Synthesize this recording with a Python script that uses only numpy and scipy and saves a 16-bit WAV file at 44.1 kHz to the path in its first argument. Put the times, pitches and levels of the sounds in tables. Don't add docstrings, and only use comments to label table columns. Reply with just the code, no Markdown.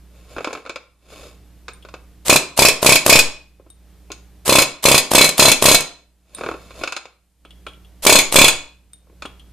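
import sys
import numpy as np
from scipy import signal
from scipy.fft import rfft, irfft
from scipy.io import wavfile
from scipy.ndimage import uniform_filter1d

SR = 44100
rng = np.random.default_rng(int(sys.argv[2]) if len(sys.argv) > 2 else 0)


def file_out(sig):
    cols = np.atleast_2d(sig).T
    lim = np.clip(cols, -1, 1)
    pcm = np.round(lim * 32767).astype(np.int16)
    wavfile.write(sys.argv[1], SR, pcm)


N = 419832
TIME = np.arange(N) / SR
AGE = TIME[:SR // 2]


def amp(db):
    return 10 ** (np.asarray(db) / 20)


def at_hz(rows, hz):
    f, value = np.transpose(rows)
    return np.interp(np.log(hz + 1e-3), np.log(f), value)


def unit(x):
    return x / np.sqrt(np.mean(x ** 2))


def fade(t60_s):
    return np.exp(-np.log(1000) * AGE / t60_s)


def bins(size):
    return np.fft.rfftfreq(size, 1 / SR)


def smooth_noise(samples):
    return unit(uniform_filter1d(rng.standard_normal(N), size=samples))


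# (frequency [Hz], side minus mid [dB])
STEREO_WIDTH = [(100, -7), (300, -20.5), (600, -24.5), (1200, -15.5), (2500, -13.5), (4500, -5.5),
                (9000, -2)]


def pair(mid, side, hz):
    width = amp(at_hz(STEREO_WIDTH, hz))
    return np.array([mid + width * side, mid - width * side]) / np.sqrt(1 + width ** 2)


def noise(spectrum, size, colour=1):
    hz = bins(size)
    mid, side = rfft(rng.standard_normal((2, size))) * amp(at_hz(spectrum, hz)) * colour
    return unit(irfft(pair(mid, side, hz), size))


def add(track, s, sound):
    start = max(int(s * SR), 0)
    track[:, start:start + sound.shape[-1]] += sound[..., :N - start]


def ring(modes, scatter_db, blur_hz=3):
    age, out = AGE[:SR // 5], np.zeros((2, len(AGE)))
    for hz, db, t60_s in modes:
        chatter = np.cumsum(rng.standard_normal(len(age))) * np.sqrt(2 * np.pi * blur_hz / SR)
        mid, side = np.sin(2 * np.pi * (hz * age + rng.random((2, 1))) + chatter)
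        level = amp(db + scatter_db * rng.standard_normal())
        decay = np.exp(-np.log(1000) * age / t60_s)
        out[:, :len(age)] += level * decay * pair(mid, side, hz)
    return out / np.sqrt(np.sum(amp(np.array(modes)[:, 1]) ** 2) / 2)


# (frequency [Hz], t60 [s], level at stud 1, 2, 3 [dB])
ROTOR_MODES = [(1076, .14, -15, -17.5, -12), (1440, 0.075, -21, -11, -11), (2253, 0.19, -6.5, -4.5, -4),
               (2431, 0.087, 0.5, -5, 0), (2503, 0.12, 2.5, 0.5, -1.5), (2632, 0.13, -5, -2.5, -6.5),
               (3417, 0.099, -8.5, -3, -1.5), (3507, 0.12, -7.5, -3, -2.5), (4055, 0.11, -5.5, -2.5, -6),
               (4140, 0.15, -5.5, -0.5, -3), (4715, 0.11, -6, -11, -12), (4895, 0.12, -6, -4.5, -12.5),
               (5400, 0.16, -4.5, -10, -23.5), (6836, 0.25, -11, -17, -16),
               (6570, 0.21, -16.5, -6.5, -12.5), (6790, 0.26, -11, -11.5, -7.5),
               (7830, 0.17, -12.5, -19.5, -10.5), (8340, 0.19, -12.5, -8, -10),
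               (10330, 0.091, -14.5, -5.5, -14)]
STUD_CHANGE_TIMES = [3.9, 7.0]


def rotor(s, tilt_db_per_octave=0):
    stud = np.searchsorted(STUD_CHANGE_TIMES, s)
    return [(hz, db[stud] + tilt_db_per_octave * np.log2(hz), t60_s) for hz, t60_s, *db in ROTOR_MODES]


# (frequency [Hz], level [dB], t60 [s])
EXHAUST_MODES = [(146, -28.5, 0.37), (264, -26, 0.077), (306, -26, 0.14), (393, -12, 0.041),
                 (619, 1, 0.018), (994, 0, 0.014)]


def puff():
    swing = 0
    for hz, db, t60_s in EXHAUST_MODES:
        wandered_hz = hz * (1 + 0.057 * rng.standard_normal())
        swing = swing - amp(db) * fade(t60_s) * np.sin(2 * np.pi * wandered_hz * AGE)
    swing = signal.sosfilt(signal.butter(1, 90, "high", fs=SR, output="sos"), swing)
    return swing / np.sqrt(np.mean(swing[:SR // 300] ** 2))


# (frequency [Hz], relative density [dB])
AIR_SPECTRUM = [(200, -11.5), (600, -0.5), (1500, -7.5), (3500, -4.5), (6000, -6), (8500, -1.5),
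                (12000, -5), (15000, -13)]


def hiss(t60_s):
    return noise(AIR_SPECTRUM, len(AGE)) * fade(t60_s) * (1 - fade(0.0028))


# (first stroke [s], last stroke [s], strokes [count], delay of last stroke [s],
# first blow [dB], blow growth [dB per stroke], last blow [dB], lifting puff [dB])
PISTON_BURSTS = [(2.2957, 2.358, 3, 0.00035, -6, -6, -9.5, -21.5),
                 (2.59, 2.683, 4, 0.0034, -10.5, 2.5, -9, -27),
                 (2.8612, 2.955, 4, 0.0046, -5.5, -1, -8.5, -9.5),
                 (3.0945, 3.188, 4, .003, -4.5, -1, -7.5, -14), (4.493, 4.618, 5, 0.0033, -15, 3, -14, -18),
                 (4.8539, 4.977, 5, 0.0032, -10, 0.5, -10, -26),
                 (5.1493, 5.242, 4, 0.00076, -7, 0.5, -12, -11.5),
                 (5.3941, 5.5145, 5, .0031, -6, -1, -8, -31),
                 (5.6549, 5.7441, 4, 0.0011, -6.5, -1.5, -5, -14),
                 (8.065, 8.186, 5, 0.0031, -5.5, 0.5, -9.5, -20.5),
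                 (8.357, 8.479, 5, 0.0085, -4.5, 0.2, -9.5, -15)]
# (time [s], blow level [dB])
PISTON_REBOUNDS = [(5.289, -23), (5.805, -31)]
PUFF_DB, PUFF_SAG_DB_PER_STROKE = -3, -0.5
RELEASE_DB = -4
STARVED_DB_PER_S = -2400
BRIGHT_FIRST_DB, BRIGHT_RUN_DB, BRIGHT_LAST_DB = 1, -2.5, 0.5
REBOUND_PUFF_DB, REBOUND_BRIGHT_DB = -24, 6.5


def strokes():
    rows = []
    for start, stop, count, late_s, first_db, growth_db, last_db, _ in PISTON_BURSTS:
        last = round(count) - 1
        period_s = (stop - late_s - start) / last
        for k in range(last):
            puff_db = PUFF_DB + k * PUFF_SAG_DB_PER_STROKE
            bright_db = BRIGHT_RUN_DB if k else BRIGHT_FIRST_DB
            rows.append((start + k * period_s, puff_db, first_db + k * growth_db, bright_db))
        puff_db = PUFF_DB + last * PUFF_SAG_DB_PER_STROKE + RELEASE_DB + late_s * STARVED_DB_PER_S
        rows.append((stop, puff_db, last_db, BRIGHT_LAST_DB))
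    return rows + [(s, REBOUND_PUFF_DB, db, REBOUND_BRIGHT_DB) for s, db in PISTON_REBOUNDS]


# (time [s], puff level [dB], hiss level [dB])
VALVE_SPITS = [(2.8286, -9, -5.5), (3.063, -5, 3.5), (5.116, -11.5, -5), (5.624, -6, 1.5), (8.324, -20, -6)]
LIFT_LEAD_S, LIFT_HISS_DB = 0.014, -6.5


def spits():
    lifts = [(start - LIFT_LEAD_S, lift_db, LIFT_HISS_DB) for start, *_, lift_db in PISTON_BURSTS]
    return VALVE_SPITS + lifts


# (frequency [Hz], relative density [dB])
CRACK_SPECTRUM = [(150, -8.5), (500, 4), (850, -5), (1200, -5), (1900, -1.5), (2400, -15.5), (3000, 0),
                  (5000, -1.5), (7500, -2.5), (10000, -3), (14500, -12)]


def hammer(blow_lag_s=.002, return_lag_s=.0145, return_jitter_s=0.00087, return_db=-12.0, spray_db=-9,
           ring_db=-2, clang_db=7, clang_t60_s=0.066, crack_db=2, crack_t60_s=.045,
           snap_db=1, rattle_db=-16, ripple_db=4, uneven_db=0.06):
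    out = np.zeros((2, N))
    hz = bins(len(AGE))
    dense = amp(ripple_db * unit(uniform_filter1d(rng.standard_normal(len(hz)), size=40)))
    dense = dense ** np.clip(hz / 5000, 0, 1)
    for s, *levels in strokes():
        puff_db, blow_db, bright_db = levels + uneven_db * rng.standard_normal(3)
        add(out, s, amp(puff_db) * (puff() + amp(spray_db) * hiss(0.023)))

        return_s = s + return_lag_s + return_jitter_s * rng.standard_normal()
        add(out, return_s, amp(puff_db + return_db) * (puff() + amp(3.5) * hiss(0.061)))

        decay = amp(snap_db) * fade(0.018) + fade(crack_t60_s) + amp(rattle_db) * fade(0.21)
        crack = noise(CRACK_SPECTRUM, len(AGE), dense) * decay
        swell = (1 - fade(0.026)) * (1 + amp(clang_db) * fade(clang_t60_s))
        metal = ring(rotor(s), scatter_db=3.5, blur_hz=40) * swell
        blow = amp(ring_db) * metal + amp(crack_db + bright_db) * crack
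        add(out, s + blow_lag_s, amp(blow_db) * blow)
    for s, puff_db, hiss_db in spits():
        add(out, s, amp(puff_db) * puff() + amp(hiss_db) * hiss(0.019))
    return out


# (from [s], to [s], leaking air [dB], draught on microphone [dB])
TRIGGER_PULLS = [(2.257, 2.355, -24.5, -35), (2.571, 2.704, -20.5, -31), (2.823, 2.98, -20.5, -29),
                 (3.057, 3.215, -20, -19.5), (4.458, 4.642, -20.5, -38.5), (4.832, 5.005, -20, -36),
                 (5.111, 5.287, -20, -35.5), (5.379, 5.53, -17.5, -27.5), (5.621, 5.753, -16, -27),
                 (8.029, 8.226, -22.5, -23), (8.322, 8.505, -22.5, -21)]


def leak():
    flow, wind = np.zeros((2, N))
    for start, stop, air_db, wind_db in TRIGGER_PULLS:
        held = (TIME > start) & (TIME < stop)
        flow = flow + amp(air_db) * held
        wind = wind + amp(wind_db) * held
    draught = noise([(8, 12.5), (25, -5.5), (50, -23.5), (150, -48.5), (600, -100)], N)
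    jet = uniform_filter1d(flow, size=700) * amp(2 * smooth_noise(180))
    gust = signal.sosfilt(signal.butter(1, 3, fs=SR, output="sos"), wind)
    return jet * noise(AIR_SPECTRUM, N) + gust * draught


# (first knock [s], knocks [count], gap [s], level [dB],
# hardness [dB per octave])
JUDDER_RUNS = [(0.507, 4, 0.022, -19, -1.5), (0.652, 3, 0.01, -25.5, -0.5), (3.597, 2, .066, -35.5, -8.5),
               (6.384, 7, 0.026, -14, -3), (9.07, 3, .028, -42.5, -8)]
JUDDER_RING_DB, JUDDER_EDGE_DB = -21, -12.5


def judders():
    rows = []
    for s, count, gap_s, db, hard_db in JUDDER_RUNS:
        for k in range(round(count)):
            off_centre = (2 * k + 1) / round(count) - 1
            rows.append((s + k * gap_s, db + JUDDER_EDGE_DB * off_centre ** 2, JUDDER_RING_DB, hard_db))
    return rows


# (frequency [Hz], width [Hz], relative level [dB])
RUBBED_RESONANCES = [(1070, 49, 1.5), (1330, 300, -6), (2270, 49, 6.5), (2590, 200, 2.5), (3620, 290, 2),
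                     (4330, 200, 1.5), (5030, 130, 5.5), (6830, 770, 0), (10520, 990, -4)]


def resonances(hz, strength_db):
    peaks = sum(amp(db) / (1 + (2 * (hz - f) / width) ** 2) for f, width, db in RUBBED_RESONANCES)
    return 1 + amp(strength_db) * peaks


# (time [s], level [dB], metal ring [dB],
# hardness [dB per octave])
FLOOR_KNOCKS = [(0.365, -18.5, -30, -3.5), (0.383, -16, -22, -2.5), (0.406, -23.5, -21, -2),
                (0.445, -14.5, -12, 1.5), (0.473, -15.5, -25, -1.5), (0.53, -26, -24, 8),
                (0.695, -18, -11, 1.7), (0.759, -20, -18, 2), (1.682, -22, -10.5, 2), (1.85, -32, -28, 0),
                (1.887, -34, -19, 3), (1.94, -25, -22, 0.7), (4.103, -24.5, -7, -7), (4.118, -24, -12, 8.5),
                (6.707, -32.5, -5, 0), (6.812, -21.5, -5, -8), (6.836, -12, -18, 2.5),
                (6.875, -17, -11, 3.5), (6.923, -17, -14, 4.5), (6.965, -15.5, -9, 3.5),
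                (7.055, -31, -14, 1.5), (7.45, -36, -14, -3.5), (7.666, -23.5, -13, -0.7),
                (9.222, -23.5, -8, 3), (9.253, -23, -16, -1.3)]
# (frequency [Hz], relative density [dB])
THUD_SPECTRUM = [(80, -16.5), (200, -13), (300, 4), (550, 6.5), (850, -2), (1100, -1.5), (1450, 2),
                 (1900, -14), (2400, -5), (3000, -13), (7000, -22.5), (14000, -52.5)]
# (time [s], level [dB])
TIP_TAPS = [(1.825, -45.5), (7.452, -44.5), (7.507, -41.5), (7.667, -34.5), (7.684, -37), (7.733, -46.5),
            (7.848, -51.5), (9.257, -30.5), (9.396, -42.5)]
# (frequency [Hz], level [dB], t60 [s])
TIP_MODES = [(2750, -7.5, 0.054), (3000, -5, .07), (3310, 0, 0.083), (4100, -13, .04), (8900, -9.5, 0.044)]
# (time [s], level [dB])
SPRING_CLINKS = [(1.734, -41.5), (3.702, -39.5), (6.348, -29), (8.933, -36)]
# (frequency [Hz], level [dB], t60 [s])
SPRING_MODES = [(3676, -1.5, 0.097), (8710, 7, 0.028), (8950, 8, .07), (11500, -34.5, .08)]


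def handling(thud_db=-4, thud_t60_s=0.059, ring_db=-7, ring_tilt_db_per_octave=-4,
             tick_db=-19, tick_t60_s=0.0092):
    out, hz = np.zeros((2, N)), bins(len(AGE))
    body = resonances(hz, strength_db=4)
    for s, db, metal_db, hard_db in FLOOR_KNOCKS + judders():
        contact = amp(hard_db * np.log2(np.maximum(hz, 100)))
        thud = noise(THUD_SPECTRUM, len(AGE), contact * body) * (fade(thud_t60_s) + amp(-26) * fade(.13))
        metal = ring(rotor(s, ring_tilt_db_per_octave + hard_db), scatter_db=0.5)
        tick = noise(CRACK_SPECTRUM, len(AGE), body) * fade(tick_t60_s)
        knock = amp(thud_db) * thud + amp(ring_db + metal_db) * metal
        knock = knock + amp(tick_db + 2 * hard_db) * tick
        add(out, s, amp(db) * knock * (1 - fade(0.00078)))
    for s, db in TIP_TAPS:
        add(out, s, amp(db) * ring(TIP_MODES, scatter_db=1.0, blur_hz=120))
    for s, db in SPRING_CLINKS:
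        clink = ring(SPRING_MODES, scatter_db=1.5, blur_hz=40) + amp(-3) * hiss(.015)
        add(out, s, amp(db) * clink)
    return out


# (from [s], to [s], level [dB])
ROTOR_PUSHES = [(.16, .28, -56), (.31, .57, -47.5), (1.13, 1.27, -43), (6.38, 6.52, -43.5),
                (6.55, 6.75, -49), (6.79, 6.83, -38.5)]
# (frequency [Hz], relative density [dB])
GRIT_SPECTRUM = [(100, -2), (300, -1), (620, 3.5), (850, -10.5), (1350, -12), (1900, -15), (2800, -14),
                 (5500, -19), (7500, -18.5), (11000, -21.5), (14000, -23)]
PUSH_RISE_DB_PER_S, PUSH_FALL_DB_PER_S = 205, 186


def slide(rough_db=2.0):
    catches = amp(rough_db * smooth_noise(130))
    body = resonances(bins(N), strength_db=7)
    push_db = np.full(N, -np.inf)
    for start, stop, db in ROTOR_PUSHES:
        rise_db = PUSH_RISE_DB_PER_S * np.maximum(start - TIME, 0)
        fall_db = PUSH_FALL_DB_PER_S * np.maximum(TIME - stop, 0)
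        push_db = np.maximum(push_db, db - rise_db - fall_db)
    return amp(push_db) * unit(noise(GRIT_SPECTRUM, N, body) * catches)


# (frequency [Hz], t60 [s])
GARAGE_DECAY = [(100, 0.082), (260, 0.4), (700, 0.39), (2000, 0.38), (4500, 0.36), (9000, 0.27),
                (14000, 0.12)]


def garage(x, wet_db=-14.5, gap_s=0.0092):
    hz, tail = bins(len(AGE)), 0
    flat = noise([(20, 0), (20000, 0)], len(AGE))
    white = rfft(flat + .45 * rng.standard_normal((2, len(AGE))))
    for k, (_, t60_s) in enumerate(GARAGE_DECAY):
        share = at_hz([(row[0], j == k) for j, row in enumerate(GARAGE_DECAY)], hz)
        tail = tail + irfft(white * share, len(AGE)) * fade(t60_s)
    tail = tail * np.clip(AGE / gap_s - 1, 0, 1)
    tail = tail / np.sqrt(np.sum(tail ** 2) / 2)
    return x + amp(wet_db) * signal.fftconvolve(x, tail, axes=1)[:, :N]


# (frequency [Hz], rms level [dB])
HUM_PARTIALS = [(60, -49), (180, -61), (300, -68)]
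# (frequency [Hz], relative density [dB])
ROOM_SPECTRUM = [(20, -5.5), (50, -3), (120, -3), (210, -11), (300, -12), (600, -17.5), (1000, -24),
                 (3000, -27), (7000, -31), (14000, -30.5)]
# (from [s], to [s], level change [dB])
BACKGROUND_DIPS = [(.39, 0.995, -13.5), (2.27, 3.72, -6.5), (4.462, 6.273, -12.5), (6.83, 7.352, -17),
                   (8.038, 9.04, -7.5)]


def background(gain_db=1.64, room_db=-55, sink_s=.035, recover_s=0.18):
    hum = 0
    for hz, db in HUM_PARTIALS:
        hum = hum + amp(db) * np.sqrt(2) * np.sin(2 * np.pi * (hz * TIME + rng.random()))
    level_db = gain_db
    for start, stop, db in BACKGROUND_DIPS:
        corners_s = [start, start + sink_s, stop, stop + recover_s]
        level_db = level_db + db * np.interp(TIME, corners_s, [0, 1, 1, 0])
    panned_hum = hum * amp([[-1.2], [1.2]])
    room = amp(room_db) * noise(ROOM_SPECTRUM, N)
    return amp(level_db) * (panned_hum + room) + amp(-72) * noise(AIR_SPECTRUM, N)


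def scene():
    return garage(hammer() + leak() + handling() + slide()) + background()


def record(dry, ceiling=0.92, knee=4, top_hz=14300):
    flat = dry / (1 + np.abs(dry / ceiling) ** knee) ** (1 / knee)
    return signal.sosfilt(signal.ellip(12, .2, 80, top_hz, fs=SR, output="sos"), flat)


dry = scene()
out = record(dry)
file_out(out)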